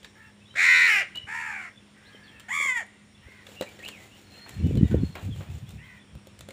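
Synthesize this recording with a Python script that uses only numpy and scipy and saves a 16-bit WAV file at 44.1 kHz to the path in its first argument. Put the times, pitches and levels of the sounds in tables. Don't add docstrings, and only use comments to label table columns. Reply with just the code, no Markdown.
import sys
import numpy as np
from scipy import signal
from scipy.fft import rfft, irfft
from scipy.io import wavfile
from scipy.ndimage import uniform_filter1d

SR = 44100
rng = np.random.default_rng(int(sys.argv[2]) if len(sys.argv) > 2 else 0)


def waveform_to_disk(signal):
    frames = np.transpose(np.atleast_2d(signal))
    scaled = np.clip(frames, -1, 1) * 32767
    samples = np.round(scaled).astype(np.int16)
    wavfile.write(sys.argv[1], SR, samples)


def invert_db(x):
    u = np.asarray(x, float) / 20
    return 10 ** u


N = 287532

# (time [s], effort [dB], pitch [Hz], rasp [0-1])
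LOUD_CAW = [(.55, -38.5, 257.7, 1), (.59, -22.5, 390, 0.9), (.655, -19.5, 490, 0.98),
            (.695, -18, 504.5, 0.68), (.785, -18.5, 498.1, 0.74), (.81, -19.5, 485.2, 0.7),
            (.868, -20.5, 481.9, 0.93), (.92, -21.5, 427.8, 0.4), (1.0, -24, 386.7, 0.32),
            (1.027, -33.5, 302.9, 1), (1.065, -72, 161.2, 0.77)]
DULL_CAW = [(1.265, -52, 370, 0.84), (1.29, -38.5, 422, 0.92), (1.35, -34, 464.8, 0.94),
            (1.45, -35.5, 450, 1), (1.54, -36.5, 402.8, 1), (1.66, -42.5, 349.7, 0.92),
            (1.69, -47, 317, 0.96), (1.71, -69, 315, 0.48)]
HIGH_CAW = [(2.482, -43, 332, 0.53), (2.506, -34, 462, 0.8), (2.535, -28.5, 568.7, 0.89),
            (2.59, -30, 573.5, 1), (2.62, -26, 560.3, 0.83), (2.665, -28.5, 548.8, 0.83),
            (2.7, -24.5, 513.3, 0.24), (2.724, -29, 502.3, 0.074), (2.741, -35, 495.4, 0.065),
            (2.778, -26, 466.6, 0.3), (2.79, -35.5, 450, 0.31), (2.81, -37.5, 368.5, 0.45),
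            (2.834, -45.5, 290, 0.12)]
# (frequency [Hz], level [dB])
LOUD_THROAT = [(200, 4.5), (500, -13), (950, -37.5), (1150, -20.5), (1450, -10), (1720, -5), (2030, 3),
               (2400, 0), (2850, -16.5), (3100, -17.5), (3350, -27.5), (3700, -14), (4120, -15),
               (4900, -26), (5700, -19.5), (6300, -29), (7200, -28.5), (7900, -36.5), (8450, -33.5),
               (9300, -40.5), (10200, -39), (11000, -44), (15800, -46)]
DULL_THROAT = [(180, -64), (300, -9), (439, -41), (592, -42), (900, -17.5), (1120, -11), (1350, -11.5),
               (1600, -9.5), (1850, -6), (2060, -8.5), (2330, -3.5), (2700, -17.5), (3210, -29.5),
               (3790, -35.5), (4250, -40), (4750, -32), (5150, -36), (5600, -30.5), (6200, -36),
               (6800, -35.5), (7490, -37), (11300, -48), (15800, -57)]
HIGH_THROAT = [(180, -52), (300, -30), (527, 17), (747, -18), (1150, -11), (1630, -8), (1950, 8), (2250, 0),
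               (2860, -19), (3430, -12), (4050, -39), (4650, -25.5), (5050, -29), (5500, -23), (6300, -29),
               (7050, -17.5), (7500, -23.5), (8000, -29), (10000, -33), (11500, -39), (15800, -46)]
FAR_THROAT = [(300, -45), (950, -7), (1500, -2), (1850, 7), (2100, 7), (2480, -1), (3000, -15), (3500, -17),
              (6000, -36), (11000, -48)]
ROUGHNESS = [.06, .05, .035]
SWINGS = [.095, .075, .058]
# (pitch [Hz], free rate [Hz])
THROB_LOCKS = [
    (494, 85.5),
    (600, 79.65),
    (562, 83.3),
]
# (frequency [Hz], level [dB])
BREATH_COLOUR = [(700, -32), (1500, -14), (3000, -13.5), (4300, 3.5), (6000, 13)]
# (frequency [Hz], change [dB])
NARROW_BEAK = [(2500, 0), (3900, -2), (5200, 0), (7200, 6), (8600, 4), (11000, 2)]
# (start [s], end [s])
BEAK_WIDENS_S = (.64, .7)
# (frequency [Hz], change [dB])
HEAD_TURN = [(1500, 3), (2000, 0.5), (2450, 4.5), (2900, 13), (3200, 4.5), (3550, -4.5), (4000, -14),
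             (4900, 7), (7000, 2), (14500, 10)]
# (start [s], end [s])
HEAD_TURN_S = (.865, .9)
# (time [s], length [s], first pitch [Hz], top pitch [Hz], last pitch [Hz], level [dB])
FAR_CAWS = [(0.145, 0.16, 404.5, 451, 422, -56.5), (1.943, 0.6, 387, 408.7, 491.4, -59),
            (3.222, 0.24, 450, 534, 455, -56.5), (4.335, 0.28, 420, 478, 422, -60),
            (4.781, 0.19, 440, 489, 460, -58.5), (5.78, 0.22, 440, 515.5, 472.5, -54)]
# (time [s], peak [dB], ring [Hz], knock re ring [dB], fizz re ring [dB])
TICKS = [(.0462, -33, 1730, -21, -30), (.541, -37, 1400, -13, -40), (2.178, -48, 4350, -30, -30),
         (0.0299, -36, 3280, -13, -12), (0.0449, -26, 3750, -30, -35), (2.656, -39.5, 980, 2.5, -30),
         (1.156, -27.5, 3820, -35, -9), (1.1717, -32, 3930, -11.5, -6.5), (2.397, -37.5, 2620, -15, 0),
         (2.403, -34.5, 3030, -15, -6), (2.865, -46, 9300, -23, -8), (3.8492, -29.5, 4050, -27, -9),
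         (3.879, -32, 3500, -17, -2), (4.4849, -41, 2500, -19, -2), (4.7533, -36, 3500, -12, -2),
         (5.3608, -39, 1190, -7, -6), (5.706, -47, 9000, -31, 6), (5.715, -51, 9000, -20, 2),
         (3.489, -42, 3920, 2.5, -30), (3.32, -41, 2130, -20, -30), (3.467, -28.5, 3520, -25, -33),
         (3.6103, -20, 3860, 3, -6), (3.622, -20.5, 1890, -1, -29), (3.7902, -33, 1970, -10, -38),
         (3.8857, -23, 2950, -34, -3.5), (4.7725, -30, 4170, -4, -8.5), (4.4923, -31.5, 2100, -21, 0),
         (2.603, -43.5, 910, 8, -30), (4.9112, -31, 1440, -5, -19), (5.1532, -26.5, 2150, -24, -8),
         (5.4077, -36.5, 910, 1.5, -20), (5.691, -48.5, 3700, -30, 10), (6.1521, -46, 1260, 5, 0),
         (6.2706, -45.5, 3340, 7.5, 5), (6.3904, -39.5, 3120, -9, 4), (6.408, -31.5, 3550, -23, -2),
         (6.4873, -34.5, 3340, 2.5, -0.5), (6.506, -32, 2210, -6, -7)]
# (time [s], level [dB], 60 dB decay [s])
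SCUFFS = [(3.626, -37.5, 0.046), (4.462, -48, 0.14), (4.91, -47, 0.47), (5.153, -40, 0.28),
          (5.405, -49, 0.43), (3.32, -62, 0.075)]
# (first stroke [s], gap [s])
FLIGHTS = [(3.527, 0.1662), (4.898, 0.1663)]
STROKES_DB = [
    [-55, -55.5, -53.5, -55, -58, -58.5, -56.5, -56.5],
    [-54.5, -58.5, -53.5, -55.5, -56.5, -61],
]
# (frequency [Hz], level [dB])
FEATHERS = [(180, -43), (300, -3.5), (676, -11.5), (747, -8), (1040, -20), (1170, -19), (2630, -13),
            (4630, -20), (7010, -19.5), (9610, -29.5), (15800, -35.5)]
# (middle [s], level [dB], length [s])
GUSTS = [(4.55, -50, 0.06), (4.62, -31, 0.044), (4.68, -22.5, 0.17), (4.77, -21.5, 0.075),
         (4.84, -18.5, 0.061), (4.96, -18.5, 0.12), (5.025, -25.5, 0.041), (5.09, -34, 0.096),
         (5.235, -31.5, 0.082), (5.295, -27, 0.063), (5.38, -33, 0.091), (5.5, -31.5, 0.063),
         (5.56, -32, 0.036), (5.63, -34, 0.037), (5.75, -38.5, 0.15), (5.93, -53, 0.22),
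         (6.155, -36.5, 0.054), (6.44, -48.5, 0.28)]
# (frequency [Hz], level [dB])
BUFFET = [(15, -48), (25, -35), (80, 7.5), (183, -3.5), (258, -22.5), (469, -46), (800, -59), (1200, -62),
          (1560, -81), (2640, -120)]
FLUTTER = [(60, -29), (150, 5.5), (300, -7.5), (500, -20.5), (900, -50), (2000, -96)]
# (time [s], peak [dB], frequency [Hz], polarity and scale)
THUMPS = [(1.246, -41, 84.6, 1), (3.286, -41, 326, .8), (2.149, -39, 370, 0.77), (3.268, -35.5, 71.4, 0.62),
          (4.602, -31, 250, 0.84), (4.756, -21, 257, 0.67), (4.667, -13, 197, 0.76),
          (4.711, -21, 296, -1.13), (4.768, -22.5, 200, 0.95), (4.813, -9.5, 202, -0.82),
          (4.832, -3, 139, -0.56), (4.916, -12, 170, -0.62), (4.945, -4, 315, 0.51), (5.036, -8, 180, 0.62),
          (5.292, -19, 146, 0.9)]
# (time [s], length [s], first pitch [Hz], last pitch [Hz], level [dB])
CHIRPS = [(.48, .066, 3030, 3130, -58), (.45, .04, 3300, 3900, -60), (.475, .075, 3850, 3860, -63),
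          (.22, .09, 2720, 2700, -63), (.4, .05, 2550, 2700, -64), (1.147, .046, 2885, 2975, -36.5),
          (1.19, .075, 2957, 2910, -51), (1.755, .04, 3510, 3450, -59), (2.04, .06, 3300, 4600, -62),
          (2.121, .052, 3270, 3030, -58), (2.23, .05, 4800, 3900, -63), (2.275, .035, 3450, 3050, -57),
          (2.314, .095, 2730, 2600, -61), (3.555, .062, 2720, 2900, -51), (3.661, .025, 2380, 2300, -49),
          (3.794, .04, 1944, 1734, -52.5), (3.83, .059, 2450, 3160, -41.5), (3.82, .02, 1750, 2500, -51),
          (3.902, .098, 2950, 1940, -54), (3.996, .07, 1980, 2070, -59), (4.092, .09, 2600, 3190, -61),
          (4.235, .05, 4300, 4270, -65), (4.29, .2, 4190, 4260, -57), (4.49, .14, 4250, 4190, -62),
          (4.329, .053, 2450, 3150, -61), (4.584, .028, 2255, 2860, -59), (4.57, .09, 2250, 2330, -64),
          (4.627, .1, 2960, 2920, -60), (4.664, .085, 2680, 2290, -61), (4.767, .05, 3064, 2950, -57),
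          (4.83, .035, 2950, 2850, -60), (4.84, .05, 3740, 3660, -61), (4.91, .022, 1545, 1400, -49),
          (4.973, .035, 3610, 3300, -60), (5.0, .09, 4270, 4280, -60), (3.145, .04, 3480, 3450, -62),
          (5.09, .07, 4270, 4220, -63), (5.304, .047, 3510, 3100, -54), (5.468, .044, 2360, 2690, -63),
          (5.66, .06, 3300, 3750, -62), (5.769, .045, 2400, 2850, -59), (5.82, .04, 2850, 3350, -63),
          (5.99, .07, 3500, 3450, -65)]
# (frequency [Hz], level [dB])
HUSH_COLOUR = [(15, -53), (25, -44), (102, 1), (170, -11), (205, -6.5), (228, -8.5), (486, -15),
               (672, -19.5), (1320, -21), (2150, -20), (3580, -21.5), (4210, -28.5), (4700, -28),
               (5300, -25), (8970, -39.5), (15800, -35)]
# (time [s], change [dB])
BREEZE = [(0, 0), (.4, -1.5), (1.1, 1), (1.8, -1), (2.2, 1), (2.9, -0.5), (3.1, -2.5), (3.401, 1), (3.9, 3),
          (4.2, 0.5), (4.6, 4.5), (5.2, 1), (5.6, -1), (6.0, -1), (6.52, 0)]
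# (frequency [Hz], rms [dB])
HUM = [(102.3, -67.5), (204.6, -62), (333.8, -93)]
# (frequency [Hz], width [Hz], level [dB], throb rate [Hz], throb depth [dB])
INSECTS = [(5530, 204, -72.5, 11, 3), (8840, 600, -77, 3., 0.4)]
# (frequency [Hz], level [dB])
MICROPHONE = [(20, -11.5), (60, 0.5), (4300, 1.5), (5000, -2.5), (5600, -3.5), (6300, -2), (7200, 6),
              (8200, 2.5), (11000, 3.5), (12800, 3.5), (14500, 12), (15500, 12), (15750, -57), (22050, -70)]


def evened(x):
    return x / np.sqrt(np.mean(x ** 2) + 1e-20)


def read(points, hz):
    f, value = np.transpose(points)
    return np.interp(np.log(hz + 1), np.log(f + 1), value)


def add(mix, s, sound):
    part = mix[max(round(s * SR), 0):][:len(sound)]
    part += sound[:len(part)]


def coloured(x, spectrum):
    gain = invert_db(read(spectrum, np.fft.rfftfreq(len(x), 1 / SR)))
    return evened(irfft(rfft(x) * gain, len(x)))


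def wander(size, hz):
    lowpass = signal.butter(2, min(hz / (SR / 2), .9))
    return evened(signal.lfilter(*lowpass, rng.standard_normal(size + 4000))[4000:])


def lumps(rows):
    t = np.arange(N) / SR
    return sum(invert_db(db) * np.exp(-((t - s) / (0.5 * length)) ** 2) for s, db, length in rows)


def caw(rows, throat, count_locked, lock, rough_top, odd_db, mouth_open=0.98, swing=0.15, first_db=-9.0,
        second_db=-1.5, breath_db=0.5, sag_db=19.5, pulse=0.48, patchy_db=3.5, count=36):
    s, *columns = np.transpose(rows)
    t = np.arange(s[0], s[-1], 1 / SR)
    size = len(t)
    effort_db, hz, rasp = (np.interp(t, s, c) for c in columns)
    turned = np.interp(t, [*HEAD_TURN_S, 1.1, 1.2], [0, 1, 1, 0])
    opening = np.interp(t, [.5, .55, *BEAK_WIDENS_S], [0, 1, 1, 0])

    falling = np.where(t > t[hz.argmax()], 1, .45)
    under_db = effort_db.max() - effort_db
    lock_hz, free_hz = lock
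    locked = hz > lock_hz
    slack = np.minimum(under_db / 16, 1) ** 2
    rough = rough_top * rasp * (2 - locked) + .15 * slack + 0.2 * turned
    mouth = mouth_open - .01 * np.maximum(under_db - 8.5, 0)

    hz = hz * (1 + .03 * rough * wander(size, 35.3))
    throb = 2 * np.pi * np.cumsum(np.where(locked, hz / count_locked, free_hz)) / SR
    shake = hz * rasp * swing * (np.sin(throb) + 0.14 * np.cos(2 * throb + 0.19))
    hz = hz * (1 + .04 * (rough + .012) * wander(size, 360))
    turns, shaken = np.cumsum(hz) / SR, np.cumsum(shake) / SR

    tone = np.zeros(size)
    for k in range(1, count):
        shimmer = 1 + (rough + .007 * k) * wander(size, 210)
        high = k / 7
        follows = k / np.sqrt(1 + high ** 4.2)
        level_db = read(throat, (k * hz + follows * shake) / mouth) + first_db * (k == 1)
        level_db += turned * read(HEAD_TURN, k * hz) + opening * read(NARROW_BEAK, k * hz)
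        level_db += odd_db * rasp * (k % 2) / (1 + high ** 4)
        level_db -= 2 * np.maximum(k * hz - 10000, 0) / 1000
        level_db += patchy_db * rasp * wander(size, 22)
        if k == 2:
            level_db += second_db + sag_db * falling * np.minimum(np.log2(500 / hz), .45)
            shimmer *= 1 + pulse * rasp * np.cos(throb + 5.26)
        phase = 2 * np.pi * (k * turns + follows * shaken) + k * k * 0.44
        tone += invert_db(level_db) * shimmer * np.cos(phase)

    puffs = (1.0 + np.cos(np.pi * turns) ** 2) * rng.standard_normal(size)
    breath = coloured(coloured(puffs, throat), BREATH_COLOUR)
    breath += opening * (coloured(breath, NARROW_BEAK) - breath)
    voice = evened(tone) + invert_db(breath_db - 0.26 * under_db) * (.14 + 2.2 * rough) * breath
    voice *= 1 + 0.25 * rasp * np.cos(throb + .5)
    voice /= np.sqrt(uniform_filter1d(voice ** 2, 1600) + 1e-9)
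    return s[0], invert_db(effort_db) * voice * signal.windows.tukey(size, .03)


def far_caw(s, length, first_hz, top_hz, last_hz, db):
    rasp = .65
    rows = [(s, db - 5.5, first_hz, rasp),
            (s + .27 * length, db, top_hz, rasp),
            (s + .8 * length, db - 1.5, (top_hz + last_hz) / 2, rasp),
            (s + length, db - 5.5, last_hz, rasp)]
    return caw(rows, FAR_THROAT, 6.3, THROB_LOCKS[1], .12, -3., mouth_open=(top_hz + last_hz) / 980,
               swing=.075, breath_db=-5., count=12)


def tick(s, db, ring_hz, knock_db, fizz_db):
    t = np.arange(round(.15 * SR)) / SR

    def mode(hz, t60):
        return np.sin(2 * np.pi * hz * t) * invert_db(-60 * t / t60)

    ring = mode(ring_hz, 0.0091)
    knock = invert_db(knock_db) * (mode(520, 0.035) + mode(300, 0.011) + 0.45 * mode(395, 0.047))
    noise = rng.standard_normal((2, len(t)))
    fizz = coloured(noise[0], [(4000, -8.5), (8000, -11.5), (16000, -24.5)])
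    fizz *= invert_db(fizz_db - 60 * t / 0.012)
    grit = coloured(noise[1], [(300, -1.0), (800, -2.0), (3500, 0.0), (7000, -10.0), (16000, -32.5)])
    grit *= 0.22 * invert_db(-60 * t / 0.052)
    return s, invert_db(db - 2.5) * (ring + knock + fizz + grit) * np.minimum(t / 0.0013, 1)


def scuff(s, db, t60):
    t = np.arange(round(.3 * SR)) / SR
    grit = rng.standard_normal(len(t)) * invert_db(1.2 * wander(len(t), 130))
    colour = [(300, 4.5), (700, 5.5), (2500, -2.5), (4000, -10.5), (6000, -51), (16000, -29)]
    return s, invert_db(db - 60 * t / t60) * coloured(grit, colour)


def wings():
    strokes = []
    for (s, gap), strokes_db in zip(FLIGHTS, STROKES_DB):
        strokes += [(s + k * gap, db, 0.13) for k, db in enumerate(strokes_db)]
    rush = coloured(rng.standard_normal(N), FEATHERS)
    return lumps(strokes) * rush * invert_db(1.9 * wander(N, 67))


def wind():
    gust = lumps(GUSTS) * invert_db(2.0 * np.clip(wander(N, 32.0), -3, 1.3))
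    out = invert_db(-3.5) * gust * coloured(rng.standard_normal(N), BUFFET)
    out += invert_db(8.0) * gust ** 1.795 * coloured(rng.standard_normal(N), FLUTTER)
    for s, db, hz, sign in THUMPS:
        u = np.arange(-.02, .02, 1 / SR) * hz * np.pi
        add(out, s - .02, sign * invert_db(db) * (1 - 2 * u ** 2) * np.exp(-u ** 2))
    return out


def chirp(s, length, first_hz, last_hz, db):
    size = round(length * SR)
    smear_hz = 40 + .1 * abs(last_hz - first_hz)
    whistle = np.exp(2j * np.pi * np.cumsum(np.linspace(first_hz, last_hz, size)) / SR)
    blur = 1.2 + wander(size, smear_hz) + 1j * wander(size, smear_hz)
    return s, invert_db(db) * evened((whistle * blur).real) * signal.windows.tukey(size, .4)


def chatter():
    out = np.zeros(N)
    for when, pitch, glide, length, level in rng.random((120, 5)):
        hz = 2300 + 1400 * pitch
        last_hz = hz * (.85 + .3 * glide)
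        add(out, *chirp(when * N / SR, .03 + .07 * length, hz, last_hz, -77. + 4. * level))
    return out


def yard(x):
    at = np.arange(400, SR // 2, 20)
    walls = invert_db(-60 * at / SR / 0.15)
    trees = invert_db(-22 - 60 * at / SR / 0.75)
    taps = np.zeros(SR // 2 + 20)
    taps[at + rng.integers(0, 20, len(at))] = rng.choice([-1., 1.], len(at)) * (walls + trees)
    taps = coloured(taps, [(300, -6.5), (1500, 1.0), (3000, -0.5), (8000, 0), (16000, -13.5)])
    return signal.fftconvolve(x, taps / np.linalg.norm(taps))[:N]


def hush():
    frames, hz = N // 256 + 5, np.fft.rfftfreq(1024, 1 / SR)
    a, b, patches, drifts = rng.standard_normal((frames, 513, 4)).T
    drifts = evened(uniform_filter1d(uniform_filter1d(drifts, 40, 0), 45, 1))
    drifts *= (hz > 3800)[:, None]
    patches = evened(uniform_filter1d(uniform_filter1d(patches, 10, 0), 14, 1))
    colour_db = read(HUSH_COLOUR, hz) - 21. 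* (hz > 10900)
    z = (a + 1j * b) * invert_db(colour_db[:, None] + 0.89 * patches + 1.1 * drifts)
    noise = evened(signal.istft(z, nperseg=1024, noverlap=768)[1][:N])
    return invert_db(-57.5 + np.interp(np.arange(N) / SR, *np.transpose(BREEZE))) * noise


def motor_hum():
    shaft = np.cumsum(1 + 0.012 * wander(N, 2.94)) / SR
    out = np.zeros(N)
    for hz, db in HUM:
        out += np.sqrt(2) * invert_db(db + 2.2 * wander(N, 5.5)) * np.sin(2 * np.pi * hz * shaft)
    return out


def insects():
    out = np.zeros(N)
    for hz, width, db, rate, throb_db in INSECTS:
        band = [(hz - 3 * width, -40), (hz - width / 2, 0), (hz + width / 2, 0), (hz + 3 * width, -40)]
        out += invert_db(db + throb_db * wander(N, rate)) * coloured(rng.standard_normal(N), band)
    return out


def scene():
    near, far = np.zeros(N), chatter()
    add(near, *caw(LOUD_CAW, LOUD_THROAT, count_locked=6, lock=THROB_LOCKS[0], rough_top=ROUGHNESS[0],
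                   odd_db=-2.0, mouth_open=0.98, swing=SWINGS[0], first_db=-20.5, second_db=6.0,
                   breath_db=-20, pulse=0.31, patchy_db=1.5))
    add(near, *caw(DULL_CAW, DULL_THROAT, count_locked=6, lock=THROB_LOCKS[1], rough_top=ROUGHNESS[1],
                   odd_db=-7.0, mouth_open=0.96, swing=SWINGS[1], first_db=-2.0, second_db=-2.0,
                   breath_db=-20, pulse=0.28, patchy_db=2.0))
    add(near, *caw(HIGH_CAW, HIGH_THROAT, count_locked=7, lock=THROB_LOCKS[2], rough_top=ROUGHNESS[2],
                   odd_db=-17.5, mouth_open=1.0, swing=SWINGS[2], first_db=-39.5, second_db=3.5,
                   breath_db=-12, pulse=0.87, patchy_db=1.5))
    for mix, source, rows in [(near, tick, TICKS), (near, scuff, SCUFFS),
                              (far, far_caw, FAR_CAWS), (far, chirp, CHIRPS)]:
        for row in rows:
            add(mix, *source(*row))
    echoes = yard(invert_db(-12) * near + invert_db(-8.5) * far)
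    return (near + far + echoes + wings() + wind() + hush() + motor_hum() + insects())[None]


def roll_off(x):
    return signal.sosfilt(signal.butter(12, 16560, fs=SR, output="sos"), x)


def record(dry):
    colour = invert_db(read(MICROPHONE, np.fft.rfftfreq(N, 1 / SR)))
    mix = irfft(rfft(dry) * colour, N)
    return roll_off(mix)


dry = scene()
out = record(dry)
waveform_to_disk(out)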